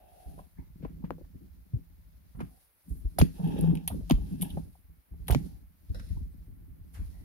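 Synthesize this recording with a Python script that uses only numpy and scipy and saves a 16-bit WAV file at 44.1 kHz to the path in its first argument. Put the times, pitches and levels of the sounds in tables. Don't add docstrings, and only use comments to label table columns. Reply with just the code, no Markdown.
import sys
import numpy as np
from scipy import signal
from scipy.fft import rfft, irfft
from scipy.io import wavfile
from scipy.ndimage import uniform_filter1d

SR = 44100
rng = np.random.default_rng(int(sys.argv[2]) if len(sys.argv) > 2 else 0)


def store_pcm(level_fs):
    pcm = np.round(np.clip(level_fs, -1, 1) * 32767).astype(np.int16)
    wavfile.write(sys.argv[1], SR, np.atleast_2d(pcm).T)


def undo_db(level):
    steps = np.asarray(level, float) / 20
    return 10 ** steps


N = 319536

# frequency in Hz, width in Hz, level in dB.
STOCK_MODES = [(123, 14, -11.5), (163.8, 9.3, 2), (198.2, 16.8, -5), (260, 35, -7), (355, 170, -18.5)]
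# frequency in Hz, width in Hz, level in dB.
PORT_MODES = [(9360, 680, 7), (10350, 520, 12.5), (11630, 1500, 8), (13550, 890, -1.5), (15400, 440, -6)]


def rms_one(x):
    return x / np.sqrt(np.mean(x ** 2) + 1e-20)


def steady(x, span_s):
    power = uniform_filter1d(np.mean(x ** 2, axis=0), size=int(span_s * SR))
    return x / np.sqrt(power + 0.00091)


def in_time(rows):
    s, *columns = np.transpose(rows)
    return [np.interp(np.arange(N) / SR, s, c) for c in columns]


def moves(rows, rise_db_per_s, fall_db_per_s):
    t = np.arange(0, N + 64, 64) / SR
    s, held, db, above_db = np.transpose(rows)[:, :, None]
    shape = db - rise_db_per_s * np.maximum(s - t, 0) - fall_db_per_s * np.maximum(t - s - held, 0)
    return [np.interp(np.arange(N) / SR, t, v.max(axis=0)) for v in (shape, shape + above_db)]


def drift(rate):
    r = np.exp(-80 * np.pi * rate / SR)
    chance = rng.standard_normal(N // 40 + 2002)
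    slow = signal.lfilter([1], [1, -2 * r, r * r], chance)[2000:]
    return np.interp(np.arange(N) / 40, np.arange(len(slow)), rms_one(slow))


def resonate(x, modes):
    out, power = 0, 0
    for k, (hz, width, db) in enumerate(modes):
        r = np.exp(-np.pi * width / SR)
        b = undo_db(db) * (1 - r * r) / 2 * np.array([1, 0, -1])
        a = [1, -2 * r * np.cos(2 * np.pi * hz / SR), r * r]
        out = out + (-1) ** k * signal.lfilter(b, a, x + 1e-18)
        power += undo_db(db) ** 2 * np.pi * width / SR
    return out / np.sqrt(power)


def band(x, low_hz, high_hz):
    sos = signal.butter(2, [low_hz, min(high_hz, .45 * SR)], "band", fs=SR, output="sos")
    return signal.sosfilt(sos, x + 1e-18 * (-1) ** np.arange(x.shape[-1]))


def friction(per_s, spread_db, alike, lead, flicker_db, flicker_rate):
    draw = rng.random((3, N)) * SR / per_s
    slip, sizes = draw < 1, np.zeros((3, N))
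    rare = np.minimum(-np.log(draw[slip] + 1e-12), 4)
    signs = np.resize(rng.choice([-1, 1], 9973), rare.shape)
    sizes[slip] = undo_db(spread_db * rare) * signs
    shared, *own = sizes
    alike = np.clip(alike, 0, 1)
    common = np.array([np.roll(shared, -int(lead)), shared])
    slips = np.sqrt(alike) * common + np.sqrt(1 - alike) * np.array(own)
    return rms_one(slips * undo_db(flicker_db * drift(flicker_rate)))


def add(out, s, piece):
    i = round(s * SR)
    out[..., i:i + piece.shape[-1]] += piece[..., :N - i]


def grip():
    # frequency in Hz, width in Hz, level in dB.
    sway_modes = [(41.3, 17.4, -1), (66.6, 21.9, -1), (103.8, 22.3, -9.5)]
    # time in seconds, tremor in dB.
    hold = [(0.0, -65.5), (0.5, -67.5), (0.9, -50), (1.65, -57.5), (2.26, -59.5), (2.58, -75), (2.86, -86),
            (2.92, -49.5), (4.7, -58.5), (4.8, -63.5), (5.06, -92), (5.15, -50), (5.5, -48.5),
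            (5.77, -63.5), (6.0, -49.5), (6.9, -53), (7.25, -49)]
    # start in seconds, held in seconds, sway in dB, shudder above sway in dB.
    shifts = [(0.28, 0.13, -53, -4), (0.59, 0.0051, -46.5, -6), (0.8, 0.37, -60.5, 8),
              (1.75, 0.0053, -45.5, -2.5), (2.37, 0.078, -46, -5.5), (2.905, 0.0083, -44.5, -2),
              (1.34, 0.1, -55, -1), (3.21, 0.014, -33, 3), (3.46, 0.13, -44.5, 9.5), (3.6, 0.15, -40.5, 7),
              (3.93, 0.039, -29, -10), (4.12, 0.165, -42.5, -3), (4.32, 0.14, -49, 7),
              (4.52, 0.089, -41.5, -3), (4.9, 0.028, -57.5, -6.5), (5.12, 0.11, -57.5, -0.5),
              (5.3, 0.12, -41, 3.5), (5.91, 0.084, -42, -13), (6.11, 0.083, -29, -20),
              (7.0, 0.026, -34.5, -17.5)]
    cap_db = -40.5, -25
    hold_db, = in_time(hold)
    levels = np.maximum(moves(shifts, 521, 191), [hold_db, hold_db - 10])
    sway_db, shudder_db = np.minimum(levels, np.array(cap_db)[:, None])
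    sway = steady(resonate(friction(400., 1.3, 0.41, 48, 5.0, 7.4), sway_modes), 0.11)
    shudder = steady(resonate(friction(300., 4.7, 0.62, 46, 6.4, 12.7), STOCK_MODES), 0.06)
    shaking = undo_db(sway_db + 4.5) * sway + undo_db(shudder_db + 4.0) * shudder
    return signal.sosfilt(signal.butter(2, 420, fs=SR, output="sos"), shaking)


def thuds():
    # start in seconds, peak in dB, pitch in Hz, left-right in dB.
    heaves = [(0.259, -40, 57, -2.5), (0.595, -43, 62, -2), (0.848, -44, 71, -5), (1.757, -34, 72, 7),
              (2.905, -32.5, 55, -3), (2.96, -41, 52.7, 3), (3.048, -26.5, 51.6, 2), (3.204, -16.5, 69, -1),
              (3.916, -34, 70.6, 0), (4.132, -20.5, 45.4, -1), (4.2, -31.5, 48, 0),
              (4.892, -50, 61.5, -4.5), (5.113, -40.5, 57.4, 1), (5.2, -38.5, 58, -1),
              (5.31, -21.5, 64.4, -9.5), (5.898, -31.5, 75, 1), (6.105, -35.5, 70, 11.5),
              (6.162, -33, 85, -1), (6.997, -38, 64, 11)]
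    # start in seconds, peak in dB, pitch in Hz, left-right in dB.
    bumps = [(0.586, -39.5, 179, 1), (0.834, -37.5, 175, 0), (1.039, -31.5, 192, 2),
             (1.735, -27.5, 119, 1.5), (2.349, -51, 144.7, -17), (2.389, -41.5, 236, 0),
             (2.408, -36, 268, -4), (2.426, -35.5, 167, -1), (3.928, -37, 155, 2), (0.851, -39, 303, 9),
             (3.362, -55.5, 377, 1), (4.79, -67, 242, -1), (2.881, -53, 200, 1), (3.221, -19, 144, -1.5),
             (3.227, -18.5, 164, -4.5), (3.223, -19.5, 270, 5), (4.1099, -19, 275, 3),
             (4.116, -19.5, 175, 0), (4.571, -32.5, 179, 0), (5.299, -26, 116, -9),
             (5.356, -24.5, 156, -7.5), (5.357, -25, 252, -1)]
    # start in seconds, peak in dB, pitch in Hz, left-right in dB.
    raps = [
        (1.1063, -29, 840, 8.5),
        (2.4042, -43, 710, 2),
        (3.2138, -22, 700, 2),
        (4.109, -25, 600, 4.5),
        (5.2994, -25.5, 520, -2),
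        (5.348, -24.5, 700, 1),
    ]
    # start in seconds, peak in dB, pitch in Hz, left-right in dB.
    rings = [
        (3.1855, -27, 740, -.5),
        (4.0985, -35, 780, 1),
        (5.945, -53, 560, 0),
        (3.9005, -45, 730, 1),
        (3.877, -48, 830, -2),
        (3.9125, -49, 930, 0),
        (3.638, -44, 560, 3),
        (4.752, -66, 840, 0),
        (5.138, -68, 760, 0),
    ]
    # start in seconds, peak in dB, pitch
    # in Hz, left-right in dB.
    further_blows = [(4.842, -54, 65, 0), (4.98, -56.5, 65, 0), (4.655, -50, 110, -2), (2.46, -48, 56, 2),
                     (.7, -52, 126, 1), (.758, -48, 190, 0), (.808, -46, 200, 0), (5.945, -38, 58, 2),
                     (6.0, -44, 66, 2), (6.04, -45, 62, 2)]
    heave_cycles, bump_cycles, rap_cycles, ring_cycles = 1.38, 2.6, .9, 5.5
    kinds = ((heaves, heave_cycles), (bumps, bump_cycles), (raps, rap_cycles), (rings, ring_cycles),
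             (further_blows, heave_cycles))
    blows = [(*row, cycles) for rows, cycles in kinds for row in rows]
    out, jolts = np.zeros((2, N)), np.zeros((2, N))
    chance = rng.standard_normal((len(blows), 2))
    shake = rng.standard_normal((len(blows), 2, 3000)) * undo_db(-60 * np.arange(3000) / SR / 0.075)
    for (s, db, hz, pan_db, cycles), (turn, skew), jolt in zip(blows, chance, shake):
        t = np.arange(int(6 * cycles / hz * SR)) / SR
        age = t * hz / (0.34 * cycles)
        port_phase = np.array([[0.67 + 0.32 * skew], [-.65 + 0.15 * turn]])
        spread = (hz / 110.0 if hz < 300 else 1) ** .33
        phase = 2 * np.pi * hz * t * (1 - 0.018 * age) + spread * port_phase
        gain = undo_db(db + 6.5 + np.array([[pan_db], [-pan_db]]) / 2)
        first_swing = -1 if cycles == rap_cycles else 1
        add(out, s, first_swing * gain * age * np.exp(1 - age) * np.sin(phase))
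        add(jolts, s, gain / cycles * jolt)
    return out + undo_db(-17.0) * band(resonate(jolts, STOCK_MODES[2:]), 150, 480)


def strokes():
    # frequency in Hz, width in Hz, level in dB.
    fore_end_modes = [(480, 182, -11.5), (585, 98, -7), (760, 59, 0), (870, 94, -7.5)]
    # frequency in Hz, width in Hz, level in dB.
    tube_modes = [(1660, 270, -3.5), (2655, 340, -1), (3300, 320, -2.5), (3750, 150, -2.5),
                  (5400, 950, -10)]
    # time in seconds, rub on wood in dB, piston scrape in dB.
    stroke_levels = [
        [(0.0, -73, -74), (0.268, -66.5, -74), (0.426, -76, -74), (0.55, -105, -101)],
        [(0.0, -70, -100), (0.17, -74, -100), (0.3, -80, -100), (0.45, -80, -100)],
        [(3.33, -85, -70), (3.4, -62, -68), (3.47, -56.5, -53), (3.588, -62, -54.5), (3.66, -57.5, -55),
         (3.74, -62.5, -60), (3.87, -77, -69)],
        [(4.2, -76, -68), (4.4, -84.5, -66), (4.44, -62, -51), (4.52, -76, -64), (4.7, -103, -88)],
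        [(2.5, -77, -95), (2.56, -84, -93), (2.68, -99, -100)],
        [(5.38, -79, -85), (5.5, -81, -92), (5.65, -99, -103)],
        [(3.35, -69, -100), (3.42, -60.5, -100), (3.5, -60, -100), (3.58, -54.5, -100), (3.71, -54.5, -100),
         (3.8, -68, -100)],
    ]
    pitches = [0.943, 0.847, 1.05, 1.063, 0.95, 1.02, 0.567]
    widths = [1.4, 1.7, 1.6, 0.77, 1.1, 0.8, 1.7]
    rub, scrape_gain, t = np.zeros((2, N)), np.zeros(N), np.arange(N) / SR
    slips = steady(friction(1500., 3.5, .3, 30, 1.5, 30.0), .03)
    for rows, pitch, width in zip(stroke_levels, pitches, widths):
        start, end = rows[0][0], rows[-1][0]
        moving = uniform_filter1d(1. * (t >= start) * (t < end), size=1500)
        rub_db, scrape_db = in_time(rows)
        span = slice(int(max(start - .05, 0) * SR), int((end + .1) * SR))
        rubbing = (moving * undo_db(rub_db + 12.0) * slips)[:, span]
        rub[:, span] += resonate(rubbing, np.array(fore_end_modes) * [pitch, width, 1])
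        scrape_gain += moving * undo_db(scrape_db - 6.0)
    grains = friction(2000., 2.1, 0.054, 25, 2.1, 29.0)
    through_steel = resonate(grains, tube_modes)
    scrape = rms_one(resonate(through_steel, tube_modes))
    return band(rub, 220, 1300) + scrape_gain * scrape


def hums():
    # start in seconds, swell in seconds, peak in dB, pitch in Hz, left-right in dB.
    swells = [(3.393, 0.019, -27.5, 177, -3), (3.431, 0.026, -22, 169, 1), (3.5, 0.015, -35, 171, 0),
              (3.616, 0.043, -20.5, 165.7, -2), (3.665, 0.049, -17.5, 166.2, 2),
              (3.728, 0.021, -32, 162, -3), (3.76, .02, -36, 163, 0), (3.79, .09, -38, 166, 0),
              (4.04, .055, -43, 170, 4), (4.311, 0.025, -26, 178.4, -1), (4.4, 0.032, -24, 174.6, 1.5)]
    damp_s = 0.0063
    out, t = np.zeros((2, N)), np.arange(int(.15 * SR)) / SR
    for s, swell, db, hz, pan_db in swells:
        shape = np.minimum(t / swell, 1) ** 0.42 * np.exp(-np.maximum(t - swell, 0) / damp_s)
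        gain = undo_db(db + 1.5 + np.array([[pan_db], [-pan_db]]) / 2)
        add(out, s, gain * shape * np.sin(2 * np.pi * hz * t + np.array([[.7], [-.65]])))
    return out


def clicks():
    # start in seconds, top peak in dB, body in dB, body pitch in Hz.
    snaps = [(1.1063, -44, -49, 2190), (3.2142, -36, -21, 2200), (3.2182, -26, -31, 1980),
             (3.6099, -19, -65, 3200), (4.0993, -32, -30.5, 2650), (4.1088, -43, -22, 2860),
             (4.1112, -20, -44.5, 3040), (4.1195, -26, -34, 2290), (5.307, -27.5, -30.5, 1650),
             (5.3115, -16, -32, 1450), (5.3245, -18, -41, 3146), (5.284, -38, -40, 3000),
             (5.319, -36, -46, 2500), (5.335, -38, -43, 5500), (5.3478, -32, -26, 2300),
             (5.2815, -34, -34.5, 2480), (3.8765, -22.5, -34.5, 6230)]
    # start in seconds, top peak in dB, body in dB, body pitch in Hz.
    ticks = [(3.184, -47, -36, 1450), (3.1862, -16, -34.5, 4400), (3.189, -21, -39, 4970),
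             (3.443, -41.5, -70, 1520), (3.4737, -39, -57, 2840), (3.7516, -33, -47.5, 2710),
             (3.7715, -71, -52, 2550), (3.8761, -13.5, -41, 2850), (3.8799, -38, -37.5, 3500),
             (4.095, -26.5, -55, 2690), (4.4115, -26, -48, 3200), (6.943, -60, -66, 2000),
             (4.4186, -15, -53, 3060), (4.4236, -19, -42, 3220), (2.375, -56, -80, 3000),
             (4.327, -48, -70, 3000), (5.892, -74, -69, 3900), (5.2707, -41, -59, 3330),
             (5.304, -26, -50, 3000), (5.316, -39, -51, 3000), (6.0897, -50, -68, 3900)]
    # start in seconds, top peak in dB, body in dB, body pitch in Hz.
    rattles = [
        (2.4041, -50, -57.5, 1850),
        (3.1975, -27, -42, 3300),
        (3.191, -45, -46, 2400),
        (3.222, -50, -52, 4500),
        (3.586, -41, -57.5, 3150),
        (4.5016, -46, -74, 3150),
        (5.281, -27.5, -50, 3160),
        (5.282, -42, -49, 1800),
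        (5.9961, -63, -56, 1470),
    ]
    # rows, decay time in s, width of the body tone as a share of its pitch
    kinds = (snaps, 0.0047, 0.5), (ticks, 0.018, 0.24), (rattles, 0.043, 0.24)
    top, crack, body = np.zeros(N), np.zeros(N), np.zeros((2, N))
    t = np.arange(int(.2 * SR)) / SR
    contacts = steady(friction(14000., 3.5, .6, 16, .3, 30.0), .002)
    for s, top_db, body_db, hz, t60, width in [(*row, *kind) for rows, *kind in kinds for row in rows]:
        decay = undo_db(-60 * t / t60) + undo_db(-20.0 - 60 * t / (6.4 * t60))
        fall = decay * (1 - np.exp(-t / 0.00055)) ** 1.4
        add(top, s, undo_db(top_db - 5.5) * fall)
        sharp = undo_db(-60 * t / 0.0017) * (1 - np.exp(-t / 0.0007)) * 0.039 / t60
        add(crack, s, np.sqrt(undo_db(top_db + body_db + 4.0)) * sharp)
        here = contacts[:, round(s * SR):][:, :len(t)]
        body_modes = [(hz, width * hz, 0), (4500, 6000, -17), (6100, 500, -14)]
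        add(body, s, undo_db(body_db + 7.5) * resonate(fall * here, body_modes))
    cracks = band(crack * contacts, 1800, 6600) + band(crack * contacts, 8400, 16000)
    return resonate(top * contacts, PORT_MODES) + cracks + body


def knocks():
    # start in seconds, peak in dB, pitch in Hz.
    butt = [(0.377, -47.5, 550), (0.826, -49, 500), (0.848, -40.5, 418), (1.04, -51, 467),
            (1.105, -33.5, 447), (1.181, -48.5, 390), (1.209, -46.5, 394), (2.41, -51, 480),
            (2.402, -39, 377), (3.214, -30, 437), (3.562, -36.5, 430), (3.587, -35, 390),
            (3.637, -34.5, 535), (3.941, -46.5, 420), (4.006, -62.5, 450), (4.181, -51, 489),
            (5.348, -38, 414)]
    # start in seconds, peak in dB, pitch in Hz.
    fore = [(0.387, -47, 734), (0.847, -43.5, 740), (1.04, -50, 850), (2.402, -41.5, 950),
            (3.186, -27, 630), (3.396, -46.5, 630), (3.705, -49.5, 830), (3.878, -47, 900),
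            (3.903, -46, 900), (4.098, -35, 850), (4.109, -35.5, 870), (4.426, -42.5, 700),
            (4.57, -37, 677), (4.752, -65, 838), (5.139, -67, 760), (5.282, -39, 760), (5.3, -33, 700),
            (5.312, -39, 910), (5.324, -35.5, 720), (2.417, -53, 960)]
    butt_t60_s, fore_t60_s = 0.042, 0.045
    out, t = np.zeros((2, N)), np.arange(int(.12 * SR)) / SR
    taps = [(*row, butt_t60_s) for row in butt] + [(*row, fore_t60_s) for row in fore]
    contacts = rng.standard_normal((len(taps), 2, len(t)))
    for (s, db, hz, t60), (shared, own) in zip(taps, contacts):
        fall = undo_db(-60 * t / t60) * (1 - np.exp(-t / 0.0011))
        at_ports = [np.roll(shared, -12) + 0.56 * own, shared - 0.25 * own]
        tap = resonate(fall * at_ports, [(hz, 1.56 * hz, 0), (1.6 * hz, 0.25 * hz, -8)])
        tap = band(tap, 0.41 * hz, 1.125 * hz)
        add(out, s, undo_db(db + 3.0) * tap / np.abs(tap.mean(axis=0)).max())
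    return out


def slide():
    # frequency in Hz, width in Hz, level in dB.
    cloth_modes = [(600, 53, 2.5), (1420, 510, -5.5), (2200, 2500, -8.5), (4160, 1540, -2.5),
                   (6170, 2800, -9)]
    # start in seconds, held in seconds, rustle in dB, brush above rustle in dB.
    sleeves = [(0.2, 0.2, -69, -11), (0.5, 1.84, -88, 1.5), (2.5, 0.13, -70.5, -12.5),
               (2.9, 0.11, -70, -13), (3.1, 0.1, -72.5, -10.5), (3.36, .3, -65.5, -8),
               (3.9, 0.37, -72.5, -4.5), (4.27, 0.077, -67.5, -7.5), (4.42, 0.16, -66, -8),
               (4.7, 0.032, -72, -12.5), (5.43, 0.043, -67, -7.5), (6.03, 0.12, -70, -5.5),
               (6.35, 0.11, -82.5, -5.5), (7.05, 0.13, -71, -8)]
    rest_db = -85
    rustle_db, brush_db = np.maximum(moves(sleeves, 55, 91.5), [[rest_db], [rest_db - 7]])
    fibres = friction(8000., 3.5, 0.1, 17, 1.2, 21.0)
    brush = resonate(undo_db(brush_db + 11.0) * fibres, cloth_modes)
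    fine_fibres = friction(16000.0, 3.2, 0.18, 16, 0.94, 13.0)
    rustle = resonate(undo_db(rustle_db + 5.0) * fine_fibres, np.array(PORT_MODES) * [1, 1.3, 1])
    return brush + signal.sosfilt(signal.butter(4, 8300, "high", fs=SR, output="sos"), rustle)


def scuffs():
    # start in seconds, level in dB, low in Hz, high in Hz, t60 in seconds.
    noise_bursts = [(.845, -58, 1500, 2620, 0.054), (.562, -72, 2000, 2250, 0.38), (.565, -72, 1600, 1800, .2),
                    (2.955, -64, 9500, 15000, .25), (.571, -65, 816, 990, 0.29), (.808, -63, 400, 2200, 0.37),
                    (1.038, -61, 750, 2530, 0.15), (1.107, -55.5, 503, 1380, 0.12), (2.402, -50, 810, 2450, 0.09),
                    (2.872, -61, 8880, 13800, 0.38), (6.166, -62, 870, 1010, 0.069),
                    (6.922, -60, 9300, 12600, 0.31), (6.93, -56.5, 432, 2200, 0.37),
                    (7.09, -74.5, 1830, 2100, 0.88), (2.342, -62, 347, 1070, 0.17), (4.49, -59, 2700, 3600, 0.048),
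                    (4.5, -48.5, 2870, 3600, 0.058), (6.93, -64, 3500, 8010, 0.27), (7.1, -71, 546, 900, 0.78),
                    (5.279, -45, 400, 1300, .1), (5.301, -43, 600, 1500, 0.1), (5.312, -48, 2740, 3730, 0.16),
                    (5.314, -51, 4000, 7500, 0.21), (2.388, -54, 450, 1600, 0.1), (2.409, -47, 800, 1250, 0.055),
                    (2.43, -67, 500, 2500, 0.25), (3.905, -53, 750, 1300, .13), (4.005, -48, 300, 555, 0.049),
                    (4.028, -59, 300, 517, .08), (4.138, -51, 300, 1100, 0.095), (4.178, -58, 280, 700, .07),
                    (3.193, -40.5, 700, 1600, .08), (5.944, -54.5, 480, 670, 0.14), (1.022, -62, 600, 900, 0.07),
                    (1.243, -62, 400, 1200, .04)]
    # start in seconds, level in dB, t60 in seconds.
    fitting_tap = (5.944, -56, 1.1)
    # frequency in Hz, width in Hz, level in dB.
    fitting_modes = [(500, 123, 0), (1500, 270, -1.5), (1970, 270, 0), (2660, 220, -3), (3420, 190, -5),
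                     (3900, 440, -4), (5380, 520, -6), (6460, 460, -10.5), (10600, 3700, -11.5)]
    out, t = np.zeros((2, N)), np.arange(int(.4 * SR)) / SR
    rough = steady(friction(5000., 2.5, .3, 18, 1.5, 40.0), .012)
    for k, (s, db, low_hz, high_hz, t60) in enumerate(noise_bursts):
        rise = 0.061 * t60
        swell = np.minimum(t / rise, 1) ** 2 * undo_db(-60 * np.maximum(t - rise, 0) / t60)
        grains = rough[:, k * len(t) % (N - len(t)):][:, :len(t)]
        add(out, s, undo_db(db) * swell * rms_one(band(grains, low_hz, high_hz)))
    s, db, t60 = fitting_tap
    grains = rough[:, round(s * SR):][:, :len(t)]
    ringing = rms_one(resonate(resonate(grains, fitting_modes), fitting_modes))
    second_tap = 1 + 1.4 * np.exp(-((t - .054) / 0.006) ** 2)
    end_fade = np.clip((.3 - t) / .05, 0, 1)
    for low_hz, high_hz, lasts in (300, 2300, 0.15), (2300, 15000, 0.22):
        rattle = undo_db(-60 * t / t60) * np.clip((lasts - t) / 0.036, .1, 1) * second_tap
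        rattle = rattle + 3.2 * undo_db(-60 * t / 0.081)
        add(out, s, undo_db(db) * rattle * end_fade * band(ringing, low_hz, high_hz))
    return out


def shelter(x):
    t60_s, level_db = 0.26, -16
    t = np.arange(int(.5 * SR)) / SR
    tail = rng.standard_normal((2, len(t))) * undo_db(-60 * t / t60_s) * (t > .004)
    tail = rms_one(tail) / np.sqrt(len(t))
    return undo_db(level_db) * signal.fftconvolve(x, tail, axes=1)[:, :N]


def bird():
    # start in seconds, first pitch in Hz, last pitch in Hz, length in seconds.
    cheeps = [
        (6.294, 8600, 8450, 0.055),
        (6.44, 9200, 8900, 0.019),
        (6.46, 8750, 8700, 0.031),
        (6.506, 8750, 8860, .015),
        (6.56, 8950, 9100, .015),
        (4.765, 13100, 11900, .04),
    ]
    out = np.zeros(N)
    for s, start_hz, end_hz, length in cheeps:
        hz = np.linspace(start_hz, end_hz, int(length * SR))
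        add(out, s, np.hanning(len(hz)) * np.sin(2 * np.pi * np.cumsum(hz) / SR))
    return undo_db(-78.5) * out


def air():
    # frequency in Hz, spectral level in dB per Hz.
    spectrum = [(35, -24.5), (60, -7), (146, -6.5), (469, -4), (767, -4.5), (924, -4), (1090, -6),
                (2190, -6.5), (2900, -12.5), (7230, -24), (11000, -6.5), (16000, -3.5)]
    hz = np.maximum(np.fft.rfftfreq(N, 1 / SR), 20)
    knots_hz, knots_db = np.transpose(spectrum)
    colour = undo_db(np.interp(np.log(hz), np.log(knots_hz), knots_db))
    colour /= np.sqrt(np.mean((colour * (hz > 300)) ** 2))
    return undo_db(-72 + 3.5) * irfft(rfft(rng.standard_normal((2, N))) * colour, N)


def scene():
    hard = clicks() + knocks()
    handling = grip() + strokes() + slide() + scuffs() + thuds() + hums()
    return handling + hard + shelter(hard) + bird() + air()


def roll_off(x):
    return signal.sosfilt(signal.butter(12, 16520, fs=SR, output="sos"), x)


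def record(dry):
    cut = signal.sosfilt(signal.butter(2, 31, "high", fs=SR, output="sos"), dry)
    cut = signal.sosfilt(signal.cheby2(12, 45, 1.007 * 16150, fs=SR, output="sos"), cut)
    return roll_off(cut)


dry = scene()
out = record(dry)
store_pcm(out)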